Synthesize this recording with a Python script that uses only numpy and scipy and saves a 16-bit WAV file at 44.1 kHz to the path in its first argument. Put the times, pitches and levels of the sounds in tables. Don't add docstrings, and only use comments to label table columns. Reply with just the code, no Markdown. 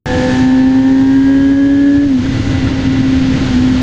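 import sys
import numpy as np
from scipy.fft import rfft, irfft, next_fast_len
from scipy.io import wavfile
from scipy.ndimage import uniform_filter1d, map_coordinates

SR = 44100
rng = np.random.default_rng(int(sys.argv[2]) if len(sys.argv) > 2 else 0)


def materialize(psi):
    bounded = np.clip(np.atleast_2d(psi).T, -1, 1)
    quanta = np.round(bounded * 32767).astype(np.int16)
    wavfile.write(sys.argv[1], SR, quanta)


N = 168462
CYLINDERS = 4
# (frequency [Hz], relative density [dB])
RUMBLE_SPECTRUM = [(15, -5.5), (30, -13), (55, -3), (105, 1.5), (135, -1), (190, -6), (300, -10),
                   (450, -24.5), (700, -49.5), (1500, -49.5), (4000, -84)]


def amp(db):
    return 10 ** (np.asarray(db) / 20)


def unit(x):
    return x / np.sqrt(np.mean(x ** 2) + 1e-20)


def at_hz(points, hz):
    knots_hz, values = np.transpose(points)
    return np.interp(np.log(hz + 1), np.log(knots_hz + 1), values)


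def curves(rows):
    times_s, *columns = np.transpose(rows)
    return [np.interp(np.arange(N) / SR, times_s, column) for column in columns]


def wobble(rate_hz):
    knots = rng.standard_normal(2048)
    grid = np.arange(0, N + 32, 32)
    spline = map_coordinates(knots, [grid * rate_hz / SR], mode="wrap")
    return np.interp(np.arange(N), grid, spline)


def filtered(x, response):
    size = next_fast_len(N + SR // 2)
    hz = np.fft.rfftfreq(size, 1 / SR)
    return irfft(rfft(x, size) * response(hz), size)[:N]


def noise(spectrum):
    return unit(filtered(rng.standard_normal(N), lambda hz: amp(at_hz(spectrum, hz))))


def partial(phase, rough, flutter_hz):
    in_phase = (1 + rough * wobble(flutter_hz)) * np.sin(phase)
    quadrature = rough * wobble(flutter_hz) * np.cos(phase)
    return np.sqrt(2) * (in_phase + quadrature)


def airbox(firing_phase):
    # (time [s], level [dB])
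    boom_levels = [(.06, -26.5), (.2, -16.5), (.32, -12), (.45, -6), (.62, -3.5), (1.2, -1), (1.7, -2),
                   (2.03, -3.5), (2.08, -7), (2.16, -5), (2.21, -13), (2.26, -14.5), (2.5, -20.5),
                   (2.8, -16.5), (3.0, -10), (3.22, -6.5), (3.5, -15), (3.58, -6), (3.82, -10)]
    # (time [s], level [dB])
    octave_levels = [(.06, -24.5), (.19, -16.5), (.29, -18.5), (.36, -34.5), (.5, -29), (.9, -24.5),
                     (1.22, -36), (1.29, -21), (1.45, -23.5), (1.7, -23), (2.02, -23.5), (2.18, -37.5),
                     (2.8, -37.5), (3.82, -47)]
    centre_hz, width_hz = 274.3, 84

    def cavity(hz):
        damping = 1j * hz * width_hz
        return (damping / (centre_hz ** 2 - hz ** 2 + damping)) ** 2

    boom = amp(curves(boom_levels)[0]) * partial(firing_phase, rough=0.034, flutter_hz=40.1)
    octave = amp(curves(octave_levels)[0]) * partial(2 * firing_phase, rough=0.18, flutter_hz=29.56)
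    ring = amp(-21) * unit(filtered(rng.standard_normal(N), cavity))
    return boom + octave + ring


def intake_snarl(cycle_phase, cycle_hz):
    # (time [s], gain [dB])
    load = [(.06, -0.5), (.3, -1), (.6, -2), (1.3, 0.5), (2.03, -3.5), (2.06, -12.5), (2.4, -16.5),
            (3.82, -9.5)]
    # (frequency [Hz], relative density [dB])
    rasp_spectrum = [(300, -13), (850, 14), (1200, -38.5), (1500, 0.5), (1750, 18), (2200, -15),
                     (3100, -15), (6000, -21), (9000, -52), (13000, -89)]
    # (frequency [Hz], level before load [dB])
    order_floor = [(330, -38), (600, -50.5), (820, -37), (1050, -47), (1350, -53.5), (1600, -37.5),
                   (1950, -45), (2500, -56.5), (3100, -58), (4300, -61)]
    # (order, centre [Hz], half-width [Hz], peak before load [dB])
    resonances = [(6, 424, 34, -24.5), (12, 775, 29, -27.5), (13, 880, 55, -40.5), (14, 902, 54, -28.5),
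                  (16, 1075, 68, -41.5), (20, 1410, 36, -40.5), (24, 1680, 58, -23.5), (25, 1775, 38, -34),
                  (27, 1742, 55, -28), (28, 1775, 26, -30), (28, 1890, 30, -32.5), (41, 2660, 61, -43),
                  (45, 3105, 60, -37.5), (47, 3050, 63, -43), (50, 3430, 120, -45), (61, 3950, 72, -43.5)]
    puffs = 1 + 0.9 * np.cos(cycle_phase)
    snarl = amp(-34.5) * unit(noise(rasp_spectrum) * puffs)
    for order in range(CYLINDERS + 1, 64):
        if order == 2 * CYLINDERS:
            continue
        order_hz = order * cycle_hz
        level_db = at_hz(order_floor, order_hz)
        for resonant_order, centre_hz, half_width_hz, peak_db in resonances:
            if resonant_order == order:
                detune = (order_hz - centre_hz) / half_width_hz
                level_db = np.maximum(level_db, peak_db - 3 * detune ** 4)
        phase = order * cycle_phase + rng.uniform(0, 2 * np.pi)
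        snarl += amp(level_db) * partial(phase, rough=0.18, flutter_hz=28.05)
    return amp(curves(load)[0]) * snarl


def wind():
    # (time [s], buffet [dB], hiss [dB])
    levels = [(.06, -18, -28), (.3, -13.5, -24), (.5, -19.5, -28), (1.2, -15.5, -27), (1.9, -18.5, -29),
              (2.2, -17.5, -27.5), (2.27, -14, -25), (2.42, -15, -26.5), (2.8, -17, -27.5), (3.2, -11, -22),
              (3.5, -10.5, -21), (3.6, -12, -22.5), (3.82, -14.5, -24)]
    # (frequency [Hz], relative density [dB])
    hiss_spectrum = [(290, -14.5), (500, 4), (536, 1.5), (562, 0), (647, -1), (710, -5), (770, -3.5),
                     (836, -6), (962, -8), (1040, -2.5), (1130, -9), (1430, -3), (1790, -6), (2030, -4.5),
                     (2630, -8), (2790, -6.5), (3480, -7.5), (4660, -11), (5480, -16.5), (6460, -17.5),
                     (8160, -31.5), (10600, -62), (18000, -120)]
    buffet_db, hiss_db = curves(levels)
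    gust_db = wobble(rate_hz=24)
    buffet = unit(noise(RUMBLE_SPECTRUM) * amp(gust_db))
    hiss = unit(noise(hiss_spectrum) * amp(0.4 * gust_db + 0.5 * wobble(rate_hz=69.3)))
    return amp(buffet_db) * buffet + amp(hiss_db) * hiss


def tyres():
    # (time [s], level [dB])
    levels = [(.06, -40), (.32, -35), (.6, -43.5), (1.2, -39), (1.9, -43.5), (2.2, -42.5), (2.48, -40.5),
              (2.75, -51.5), (3.15, -43), (3.5, -38.5), (3.82, -41.5)]
    # (frequency [Hz], relative density [dB])
    spectrum = [(500, -13.5), (2000, -10), (4000, 0.5), (6800, 3.5), (8300, -12.5), (10000, -17.5),
                (12000, -30.5), (15000, -56.5)]
    return amp(curves(levels)[0]) * noise(spectrum)


def gear_whine(cycle_phase):
    # (time [s], gain [dB])
    envelope = [(2.2, -52.5), (2.35, -40), (2.58, -37.5), (2.75, -44.5), (2.95, -37), (3.2, -39.5),
                (3.82, -43)]
    # (order, relative level [dB])
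    orders = [(12, -4), (16, -8), (22, -3), (25, -10), (30, 0.5), (32, -6), (42, -6), (53, -9.5)]
    tones = sum(amp(db) * partial(order * cycle_phase, rough=0.4, flutter_hz=35.03)
                for order, db in orders)
    return amp(curves(envelope)[0]) * tones


def air_slaps():
    # (time [s], peak level [dB])
    strikes = [(2.263, -24.5), (2.547, -29), (2.672, -23.5)]
    # (frequency [Hz], relative density [dB])
    spectrum = [(100, -42), (400, -14), (1100, -7), (1600, 4), (2400, -19), (5000, -23), (9000, -44),
                (13000, -91)]
    half_width_s = 0.006
    t = np.arange(N) / SR
    envelope = sum(amp(db) * np.exp(-np.square((t - at_s) / half_width_s)) for at_s, db in strikes)
    return noise(spectrum) * envelope


def scene():
    # (time [s], firing rate [Hz])
    speed = [(.06, 250.2), (.5, 258.3), (1.0, 267), (1.5, 275.4), (2.06, 285.6), (2.11, 270), (2.16, 255),
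             (2.21, 244), (2.26, 270), (2.34, 266), (3.0, 263.5), (3.5, 260.5), (3.55, 247), (3.66, 257),
             (3.82, 255)]
    start_s = 0.058
    cycle_hz = curves(speed)[0] / CYLINDERS
    cycle_phase = 2 * np.pi * np.cumsum(cycle_hz) / SR
    whine = gear_whine(cycle_phase)
    engine = airbox(CYLINDERS * cycle_phase) + intake_snarl(cycle_phase, cycle_hz) + whine
    ride = engine + wind() + tyres() + air_slaps()
    faint_rumble = amp(-72) * noise(RUMBLE_SPECTRUM)
    return np.where(np.arange(N) / SR >= start_s, ride, faint_rumble)[None]


def record(dry):
    ceiling, release_db_per_s, smooth_s = 0.75, 13, 0.012
    cutoff_hz = 15100
    recovery_db = release_db_per_s * np.arange(N) / SR
    over_db = 20 * np.log10(np.maximum(np.abs(dry[0]) / ceiling, 1))
    duck_db = np.maximum.accumulate(over_db + recovery_db) - recovery_db
    gain = amp(-uniform_filter1d(duck_db, int(smooth_s * SR)))
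    return filtered(dry[0] * gain, lambda hz: hz < cutoff_hz)[None]


dry = scene()
out = record(dry)
materialize(out)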